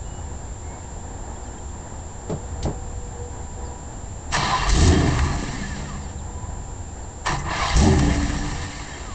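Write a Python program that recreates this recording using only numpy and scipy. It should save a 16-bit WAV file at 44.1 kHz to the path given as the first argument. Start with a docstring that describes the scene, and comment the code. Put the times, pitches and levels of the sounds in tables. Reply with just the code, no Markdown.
"""Two starts of a big V8

A big V8 parked on a drive is started twice: the starter clashes in and grinds, the engine catches,
blips up and dies, and the starter coasts down. Before that a door latch knocks. Pulses and noise make
the engine, ringing noise the starter and door, and gliding tones the squeals and small birds.
Far traffic is filtered noise, and the camera's own electronics hiss and whine."""
import sys
import numpy as np
from scipy import signal
from scipy.fft import rfft, irfft, next_fast_len
from scipy.io import wavfile
from scipy.ndimage import uniform_filter1d, map_coordinates

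SR = 44100
rng = np.random.default_rng(int(sys.argv[2]) if len(sys.argv) > 2 else 0)


def persist_wave(psi):
    """Save psi, clipped to +-1, as 16-bit WAV."""
    counts = np.round(np.clip(psi, -1, 1) * 32767).astype(np.int16)
    wavfile.write(sys.argv[1], SR, np.atleast_2d(counts).T)


N = 403074
T = np.arange(N) / SR  # time of each sample (s)

# when each start may shake the panels: (from t/s, to t/s)
STARTS = [(4.22, 6.4), (7.15, 9.14)]
# when the engine fires: (from t/s, to t/s)
FIRING = [(4.3, 5.75), (7.25, 8.7)]
# when the starter and its gears can be heard, from engaging to the end of the coast-down: (from t/s, to t/s)
STARTER_HEARD = [(4.29, 6.15), (7.23, 9.14)]
# crankshaft speed, one list for each start: (t/s, firing rate f/Hz)
CRANKSHAFT = [
    [(4.3, 26.9), (4.66, 43.2), (4.75, 50.3), (4.82, 82.5), (4.9, 87), (5.15, 73.4), (5.3, 47.6),
     (5.5, 33.5), (5.8, 22.6)],
    [(7.2, 24.8), (7.7, 39.8), (7.76, 49.5), (7.86, 92), (7.95, 79), (8.05, 63.4), (8.4, 47), (8.6, 29.5),
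     (9.1, 19)],
]
# average strength of each firing at the tail pipes, in firing order: (level/dB)
CYLINDERS = [-4, -2, -9, -15.5, -8.5, -3.5, -5.5, -7]
# exhaust, one list for each start: (t/s, thump level/dB, bark level/dB)
EXHAUST = [
    [(4.3, -27, -45), (4.37, -36, -27.5), (4.53, -39, -35.5), (4.61, -26.5, -36.5), (4.65, -31, -35),
     (4.69, -19, -36), (4.74, -15.5, -24), (4.9, -15, -18.5), (4.96, -20.5, -19.5), (5.15, -22.5, -25.5),
     (5.3, -27.5, -30), (5.5, -33.5, -32.5), (5.75, -39, -41)],
    [(7.25, -34, -53), (7.3, -31, -29.5), (7.4, -35, -36), (7.56, -38, -36), (7.61, -29, -35),
     (7.706, -34, -40), (7.746, -16, -32), (7.8, -15, -19), (7.9, -17.5, -16.5), (8.01, -19.5, -23),
     (8.2, -24, -28), (8.54, -31.5, -38), (8.7, -38, -39)],
]
# colour of the deep exhaust thump: (f/Hz, level/dB)
THUMP_COLOUR = [(15, -37.5), (30, 2.5), (50, -2), (85, -3), (130, -9), (220, -36), (400, -120)]
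# colour of the rougher exhaust bark: (f/Hz, level/dB)
BARK_COLOUR = [(70, -39), (120, 3.5), (170, 0), (250, -8.5), (340, -6.5), (430, -12.5), (550, -19.5),
               (700, -13.5), (900, -18.5), (1300, -58)]
# clean tones of the crank: (multiple of the firing rate, level/dB)
CRANK_TONES = [(.5, -8), (1, 0), (1.5, -13), (2, -12), (3, -16)]
# body and pipe tones that swell and ring out: (top t/s, f/Hz, level/dB, 20 dB rise t/s, 60 dB fall t/s)
PANELS = [(4.37, 143, -35.5, .05, 3), (4.47, 199.7, -36, .1, 0.51), (4.88, 74.6, -21, 0.13, .6),
          (4.88, 199.7, -28.5, .1, 1.2), (4.88, 291.7, -29, 0.13, 2.6), (4.9, 379.6, -25.5, 0.2, 1.01),
          (4.971, 143, -31.5, .08, 1.6), (5.21, 74.6, -23, 0.074, .5), (5.28, 143, -34, .1, .5),
          (5.6, 199.7, -35, 0.034, 2.9), (5.89, 143, -39, .6, 1.2), (6.06, 74.6, -36.5, .5, 3.9),
          (7.31, 143, -29, .03, 1.2), (7.6, 142.2, -38, 0.24, 1), (7.43, 74.6, -37, 0.072, .6),
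          (7.65, 74.6, -31.5, 0.18, 1), (7.85, 199.7, -24, 0.064, 1.8), (7.89, 379.6, -23.5, 0.1, 0.41),
          (7.95, 143, -31.5, .2, 1.1), (8.01, 291.7, -25, .1, 2.16), (8.159, 74.6, -29.5, .2, 0.93),
          (8.39, 143, -35.5, .15, 2.1)]
# starter, one list for each start: (t/s, housing level/dB, mesh level/dB, rasp level/dB, hiss level/dB)
GEARS = [
    [(4.29, -52, -59, -67, -70), (4.304, -60, -62, -59, -59), (4.33, -33, -27.5, -35, -33),
     (4.352, -22.5, -24, -32, -28.5), (4.392, -26.5, -34.5, -31.5, -43), (4.532, -26.5, -30.5, -33, -43),
     (4.662, -28.5, -34.5, -35, -48), (4.708, -34, -31.5, -35, -29.5), (4.714, -37, -37.5, -34, -32),
     (4.874, -32.5, -34, -32.5, -31), (4.962, -36, -35.5, -40, -43.5), (5.134, -33, -34.5, -40, -41),
     (5.264, -34, -38.5, -44, -44.5), (5.76, -51.5, -45.5, -48, -50.5), (5.942, -45, -48.5, -53.5, -57),
     (6.138, -58, -59, -60, -67), (6.15, -53, -64, -72, -61)],
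    [(7.23, -59, -60, -73, -61), (7.24, -59, -64, -63, -65), (7.266, -23, -28, -32.5, -34.5),
     (7.356, -30.5, -37.5, -40.5, -44.5), (7.378, -39, -45, -48, -54), (7.394, -41, -43, -53, -43),
     (7.426, -43, -46, -56, -58), (7.48, -30, -39, -50, -55), (7.516, -30, -32, -40, -48.5),
     (7.65, -27, -33.5, -34, -42.5), (7.756, -30, -38, -34.5, -41), (7.766, -35.5, -37, -37, -27),
     (7.808, -36, -33.5, -34, -30.5), (7.964, -39, -34.5, -41.5, -41.5), (8.506, -41, -40.5, -44, -45.5),
     (8.984, -51, -45.5, -49, -53.5), (9.14, -49, -52, -52, -59)],
]
# colour of the gear grind: (f/Hz, level/dB)
GRIND_COLOUR = [(260, -23.5), (450, -7), (550, -9), (823, 2.5), (1170, 3), (1450, -9.5), (1790, 0.5),
                (2400, -12), (2860, -10), (3410, -17.5), (3960, -14.5), (4910, -17.5), (7430, -16),
                (8220, -21), (9090, -44), (11800, -73), (20000, -120)]
# ringing tones of the starter and bell housing: (f/Hz, width f/Hz, level/dB)
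HOUSING = [(693, 100, 1), (799, 59, 0), (995, 33, 0.5), (1178, 120, 1), (1718, 110, -3.5), (1817, 37, -4),
           (2107, 41, -6), (2310, 72, -11), (2747, 55, -12.5), (3193, 100, -13.5), (3840, 50, -17),
           (4080, 96, -17), (4243, 51, -16), (4570, 67, -15), (5050, 120, -19.5), (5670, 170, -12.5),
           (6560, 100, -44)]
# hard gear contacts: (t/s, starting level/dB, relative treble level/dB)
CLANKS = [(4.3264, -25, -9), (4.3403, -32, -14), (4.699, -21.5, 2), (4.7324, -32, -14), (4.9238, -25, -4),
          (4.961, -33, -7), (5.1907, -18.5, -14), (7.2605, -21, -6), (7.4956, -26, -33), (7.538, -28, -21),
          (7.7653, -29, 0), (7.993, -19, -6.5), (8.3424, -27, -13)]
# short squeals of the starter, while it cranks and as it coasts down:
# (t/s, length t/s, from f/Hz, to f/Hz, level/dB)
SQUEALS = [(4.39, .16, 4040, 3980, -36), (4.51, 0.072, 1014, 1012, -20), (5.55, .04, 2001, 1998, -38),
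           (5.62, .06, 1755, 1720, -38), (4.635, .025, 2720, 2750, -31), (7.385, 0.045, 2048, 1990, -39),
           (7.385, 0.0163, 6030, 5900, -38), (7.6, .08, 1163, 995, -22), (7.605, 0.037, 2277, 2310, -27.5),
           (7.63, 0.026, 3280, 3180, -34.5), (7.675, 0.018, 3200, 3240, -31), (7.69, 0.02, 4800, 4650, -33),
           (7.7, 0.016, 2150, 2060, -27), (7.762, 0.014, 5700, 5530, -31)]
# when the freed armature, the spinning core of the starter, starts to be heard: (t/s)
COAST = [5.505, 8.7]
# bands of the housing that the coasting whine excites: (f/Hz, width f/Hz, level/dB)
FLARES = [(2130, 110, -3), (1780, 150, 1), (1200, 130, 0), (1030, 120, -5)]
# door latch knocks: (t/s, level/dB, rattle relative to the knock level/dB)
KNOCKS = [(2.296, -21.5, -21), (2.319, -25, -25.5), (2.627, -36, 4), (2.652, -19, -32), (2.674, -27.5, -26)]
# ringing tones of the door: (f/Hz, average level/dB, 60 dB fall t/s)
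DOOR_TONES = [(317, -13, .15), (416, -1, 0.11), (623, -1.5, 0.05), (817, -11, 0.075), (935, -19, .1)]
# colour of the dull door thud: (f/Hz, level/dB)
SKIN_COLOUR = [(50, -30), (120, 11), (250, -0.5), (500, -3.5), (800, -7), (1200, -18.5), (2200, -30),
               (4000, -43)]
# colour of the latch rattle: (f/Hz, level/dB)
LATCH_COLOUR = [(900, -26), (2000, -6), (2900, -6.5), (4200, -3), (5500, -6), (7500, -7), (9200, -23)]
# bird calls: (t/s, length t/s, from f/Hz, to f/Hz, level/dB)
BIRDS = [(.04, 0.21, 2880, 2960, -54), (.62, .19, 2120, 2230, -54.5), (1.36, .012, 3500, 3150, -53),
         (1.435, .014, 4860, 4700, -54), (1.452, .014, 4300, 4050, -55), (1.53, .025, 3800, 3050, -59),
         (1.468, .015, 3300, 3050, -52), (1.58, 0.016, 3300, 3060, -53), (1.68, .028, 4230, 3000, -58),
         (3.645, 0.044, 5070, 4330, -53.5), (6.02, 0.05, 5000, 4130, -53), (6.18, .03, 4200, 3240, -53),
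         (7.02, .03, 4700, 4100, -54)]
# slow course of the far traffic rumble: (t/s, level/dB)
STREET = [(0.2, -32.5), (1.0, -35), (1.8, -35.5), (2.7, -32), (3.4, -33.5), (4.0, -34), (6.4, -33),
          (7.1, -35), (9, -33)]
# colour of the rumble: (f/Hz, level/dB)
RUMBLE_COLOUR = [(7.1, -42.5), (12, -9), (32, -5), (49, -4), (81, -2.5), (124, -11.5), (147, -14),
                 (177, -18.5), (250, -21.5), (320, -39), (550, -120)]
# colour of the tyre roar: (f/Hz, level/dB)
ROAR_COLOUR = [(110, -34.5), (180, -3.5), (300, -5.5), (445, -7.5), (600, -9), (800, -5), (950, -7),
               (1100, -15), (1450, -18), (1750, -16.5), (2050, -23.5), (2300, -38), (3000, -51)]
# faint far hum: (f/Hz, average level/dB)
HUM = [(361.6, -58), (485.8, -56.5), (769, -58), (976, -62.5)]
# times when the hum swells: (top t/s, f/Hz, level/dB, 20 dB rise t/s, 60 dB fall t/s)
HUM_SWELLS = [(1.06, 474, -50, .2, 2), (2.34, 479.6, -43, 0.17, 4.4), (3.35, 482.5, -43.5, 0.93, 1.8),
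              (3.72, 977, -47.5, 0.54, 0.92), (6.2, 479, -50, 0.5, 2.4), (6.4, 992, -46, 0.3, 1.8),
              (8.6, 487.9, -50.5, .2, 1.77)]
# colour of the preamp hiss: (f/Hz, level/dB)
HISS_COLOUR = [(1200, -43), (2200, 2), (4000, 0.5), (6000, -2), (7500, 6), (8500, -16), (9200, -26.5)]
# camera whine before the top cut: (line f/Hz, pitch between jumps above the line f/Hz, level/dB)
WHINE = [(7289.91, 31, -46.5), (7011.85, 1, -58.5), (8643.84, 29, -68)]

ROUGH_STALLED, ROUGH_FLAT_OUT, FLAT_OUT_HZ = .5, .08, 90  # firing scatter (0-1) falls as firing speeds up
STUMBLE_DB = 1.2  # typical random swing of the exhaust level
CLANK_LOW_DB, CLANK_T60 = -7, 0.03  # low end of a clank (dB); its 60 dB fall time (s)
STRAYS_PER_S, STRAY_DB = 5, -7  # lesser gear contacts a second; their level against the housing (dB)
COAST_HZ, SAG_HZ_PER_S, COAST_S = 2450, 3150, .5  # average starting pitch, its fall a second, length (s)
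COAST_DB = -38  # coasting whine before the housing flares
ROAR_DB, SURGE_DB = -41.5, 1  # tyre roar level; typical random swing of the rumble
SLIPS_HZ, TOP_HZ = 66.24, 9250  # phase jumps of the whine a second; hard top limit for sound and hiss (Hz)


def firings():
    """Each firing gives one pulse, uneven by cylinder and luck, and opens a gate that soon shuts."""
    rate, = curves(*CRANKSHAFT)
    rough = np.interp(rate, [0, FLAT_OUT_HZ], [ROUGH_STALLED, ROUGH_FLAT_OUT])
    turns = np.cumsum(rate) / SR  # running count of firings
    count = np.arange(1, int(turns[-1]))
    luck = rng.standard_normal((1000, 2))[:len(count)]
    at = np.searchsorted(turns, count)
    late = luck[:, 0] * rough[at] * SR / rate[at]
    at = np.clip(at + late.astype(int), 0, N - 1)
    strength_db = np.resize(CYLINDERS, len(count)) + 4.5 * rough[at] * luck[:, 1]
    pulses = np.bincount(at, amp(strength_db), N)
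    gate = signal.fftconvolve(pulses, amp(-60 * T[:SR // 10] / 0.034))[:N]
    return turns, pulses, gate


def engine(turns, pulses, gate):
    """Firings thump and bark through the pipes, while body and pipe tones swell and ring out."""
    thump_db, bark_db = curves(*EXHAUST)
    tones = sum(amp(db + 2.1 * wobble(10)) * np.sin(2 * np.pi * (order * turns + rng.random()))
                for order, db in CRANK_TONES)
    thump = level(.45 * level(coloured(pulses, THUMP_COLOUR), .1) + 1.3 * tones, .06)
    # turbulent gas follows each pulse
    turbulence = unit((3.3 + level(gate, 0.083)) * rng.standard_normal(N))
    gas = unit(pulses) + 1.2 * turbulence
    bark = level(coloured(.4 * gas + echoed(gas, .08), BARK_COLOUR), .06)
    panels = sum(swell(s, db, rise, t60) * wavering(hz, waver=.012, flutter_db=1.5)
                 for s, hz, db, rise, t60 in PANELS)
    thump = amp(thump_db + STUMBLE_DB * wobble(19)) * thump
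    bark = amp(bark_db + STUMBLE_DB * wobble(15)) * bark
    return running(FIRING) * (thump + bark) + running(STARTS) * panels


def echoed(x, t60):
    """Ground, floor pan and wall throw sound back in a short dense tail, drawn anew every fifth of a second."""
    hop, out = SR // 5, np.zeros(N + SR)
    for i in range(0, N, hop):
        tail = rng.standard_normal(hop) * amp(-60 * T[:hop] / t60)
        piece = signal.fftconvolve(x[i:i + hop], tail / np.linalg.norm(tail))
        out[i:i + len(piece)] += piece
    return out[:N]


def starter(gate):
    """Gear teeth rattle the housing; each ringing tone swells by itself; firings shake the rattle."""
    teeth = rng.standard_normal(N) * amp(1.38 * wobble(300) + 0.49 * wobble(40))
    teeth = teeth * (3 + .15 * level(gate, .1))
    modes = sum(amp(db + 3.4 * wobble(22)) * narrow(hz, width) for hz, width, db in HOUSING)
    grind = unit(filtered(teeth, shape(GRIND_COLOUR))) + 0.76 * unit(modes)
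    # three low-pass copies; their differences split the grind into four bands
    low, mid, high = (filtered(grind, lambda f: 1 / (1 + (f / hz) ** 8)) for hz in (1450, 3000, 5300))
    puffs = 4 + .5 * level(gate, .1)  # escaping gas hisses at each firing
    bands = low, mid - low, high - mid, (grind - high) * puffs
    levels_db = curves(*GEARS)
    sound = sum(amp(db + 1.06 * wobble(25)) * level(band, 0.1) for db, band in zip(levels_db, bands))
    return running(STARTER_HEARD) * sound + clanks(levels_db[0])


def clanks(housing_db):
    """Gear contacts are short bursts of coloured noise; lesser ones fall at random times."""
    out, t = np.zeros(N + SR), T[:SR // 10]
    strays = []
    for start, end in STARTER_HEARD:
        for u in rng.random(round(STRAYS_PER_S * (end - start))):
            s = start + u * (end - start)
            strays.append((s, housing_db[round(s * SR) - 1] + STRAY_DB, -13))
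    for s, db, high_db in CLANKS + strays:
        tilt = [(400, CLANK_LOW_DB - 16.0), (900, CLANK_LOW_DB), (2200, -13),
                (6000, high_db - 12.5), (8200, high_db - 12.5), (9200, high_db - 47)]
        blow = burst(t, tilt) * amp(-60 * t / CLANK_T60)
        out[round(s * SR):][:len(t)] += amp(db) * blow
    return out[:N]


def coasting():
    """The armature whines down, unsteady, and flares where it crosses a band that the housing radiates."""
    out = np.zeros(N)
    for s in COAST:
        hz = COAST_HZ - SAG_HZ_PER_S * np.clip(T - s, 0, COAST_S)
        flare = sum(amp(db) / (1 + ((hz - mid_hz) / width * 2) ** 2) for mid_hz, width, db in FLARES)
        tone = np.sin(2 * np.pi * np.cumsum(hz * (1 + .01 * wobble(60))) / SR)
        out += running([(s, s + COAST_S)]) * amp(COAST_DB + 2.5 * wobble(40)) * flare * tone
    return out


def squeals():
    """The starter squeals while it cranks and as it coasts down, in short tones that glide and waver."""
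    return chirps(SQUEALS, waver=.01)


def door():
    """Each knock rings the door skin at new strengths and rattles the latch."""
    out, t = np.zeros(N + SR), T[:SR // 2]
    for s, db, rattle_db in KNOCKS:
        ring = sum(amp(g + rng.normal(0, 3) - 60 * t / t60) * np.sin(2 * np.pi * hz * t)
                   for hz, g, t60 in DOOR_TONES)
        thud = 0.81 * burst(t, SKIN_COLOUR) * amp(-60 * t / 0.31)
        rattle = burst(t, LATCH_COLOUR) * amp(rattle_db - 60 * t / 0.13)
        onset = 1 - np.exp(-t / 0.0011)
        out[round(s * SR):][:len(t)] += amp(db) * (ring + thud + rattle) * onset
    return out[:N]


def birds():
    """Small birds call in brief whistles that glide and waver."""
    return chirps(BIRDS, waver=.006)


def street():
    """Far traffic is a lumpy noise rumble under a smoother tyre roar, with a hum of narrow noise bands."""
    rumble_db, = curves(STREET)
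    rumble = unit(filtered(rng.standard_normal(N), shape(RUMBLE_COLOUR)) * amp(0.67 * wobble(6)))
    roar = unit(filtered(rng.standard_normal(N) * amp(1.0 * wobble(11)), shape(ROAR_COLOUR)))
    hum = sum(amp(db + 3 * wobble(3.1)) * level(narrow(hz, width=5.5), .3) for hz, db in HUM)
    hum += sum(swell(s, db, rise, t60) * level(narrow(hz, width=5), 0.33)
               for s, hz, db, rise, t60 in HUM_SWELLS)
    return amp(rumble_db + SURGE_DB * wobble(2.5)) * rumble + amp(ROAR_DB) * roar + hum


def chirps(rows, waver):
    """Gliding sines under a rounded swell, wavering in pitch and level."""
    out, drift = np.zeros(N), np.cumsum(waver * wobble(70)) / SR
    flutter = amp(2.5 * wobble(80))
    for s, length, from_hz, to_hz, db in rows:
        u = np.clip((T - s) / length, 0, 1)  # progress through the call
        turns = length * u * (from_hz + (to_hz - from_hz) * u / 2) + from_hz * drift
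        out += amp(db) * np.sin(np.pi * u) ** 0.47 * np.sin(2 * np.pi * turns)
    return out * flutter


def burst(t, colour):
    """Coloured noise as long as t, scaled to rms 1."""
    return unit(coloured(rng.standard_normal(len(t)), colour)[:len(t)])


def narrow(hz, width):
    """Noise ringing in one resonance."""
    return unit(filtered(rng.standard_normal(N), lambda f: 1 / (1 + ((f - hz) / width * 2) ** 2)))


def wavering(hz, waver, flutter_db):
    """A sine that drifts a little in pitch and level, around rms 1."""
    turns = hz * np.cumsum(1 + waver * wobble(15)) / SR
    return np.sqrt(2) * amp(flutter_db * wobble(18)) * np.sin(2 * np.pi * turns)


def swell(s, db, rise, t60):
    """Gain that climbs 20 dB in rise seconds to its top, then falls 60 dB in t60 seconds."""
    return amp(db - np.maximum(20 * (s - T) / rise, 60 * (T - s) / t60))


def amp(db):
    """Decibels to gain."""
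    return 10 ** (np.asarray(db) / 20)


def unit(x):
    """Scaled to rms 1."""
    return x / np.sqrt(np.mean(x ** 2) + 1e-20)


def level(x, seconds):
    """x with its slow level divided out."""
    return x / np.sqrt(np.abs(uniform_filter1d(x ** 2, int(seconds * SR))) + 1e-12)


def curves(*tables):
    """One value per sample for each column after the time."""
    s, *cols = np.transpose(np.concatenate(tables))
    return [np.interp(T, s, c) for c in cols]


def running(spans):
    """1 inside the spans, with soft ends."""
    return uniform_filter1d(sum((T > a) & (T < b) for a, b in spans) * 1., 1500)


def wobble(rate):
    """A smooth random curve through rate random points a second."""
    return map_coordinates(rng.standard_normal(int(N * rate / SR) + 4), [T * rate])


def filtered(x, response):
    """x with its spectrum multiplied by a response of frequency."""
    m = next_fast_len(N + SR // 2)
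    return irfft(rfft(x, m) * response(np.fft.rfftfreq(m, 1 / SR)), m)[..., :N]


def shape(points):
    """Gain at any frequency, from (f/Hz, level/dB) points joined on a log axis."""
    f, db = np.transpose(points)
    return lambda hz: amp(np.interp(np.log(hz + 1), np.log(f + 1), db, left=-120, right=-120))


def coloured(x, points):
    """Colour that never sounds before its cause: the minimum-phase filter of the points."""
    size = 8192
    c = irfft(np.log(shape(points)(np.fft.rfftfreq(size, 1 / SR)) + 1e-5), size)
    # folding the log spectrum's transform onto its first half gives minimum phase
    c[1:size // 2] *= 2
    c[size // 2 + 1:] = 0
    return signal.fftconvolve(x, irfft(np.exp(rfft(c)), size))[:N]


def scene():
    """All sources at one microphone."""
    turns, pulses, gate = firings()
    car = engine(turns, pulses, gate) + starter(gate) + coasting() + squeals() + door()
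    return (car + birds() + street())[None]


def record(dry):
    """The input stage rounds off peaks; hiss, whine and a small offset join; steep filters cut the top."""
    inside = T * SLIPS_HZ % 1  # progress from one phase jump to the next
    whine = sum(amp(db + 3) * np.sin(2 * np.pi * (hz * T + above * (inside - .5) / SLIPS_HZ))
                for hz, above, db in WHINE)
    hiss = amp(-54) * unit(filtered(rng.standard_normal(N), shape(HISS_COLOUR)))
    soft = dry / (1 + np.abs(dry / .5) ** 4) ** (1 / 4)
    sound = filtered(soft + hiss, lambda hz: 1 / (1 + (hz / 8800) ** 40) * (hz < TOP_HZ))
    whine = filtered(whine, lambda hz: 1 / (1 + (hz / 8740) ** 150))
    return sound + whine - .0039


dry = scene()
out = record(dry)
persist_wave(out)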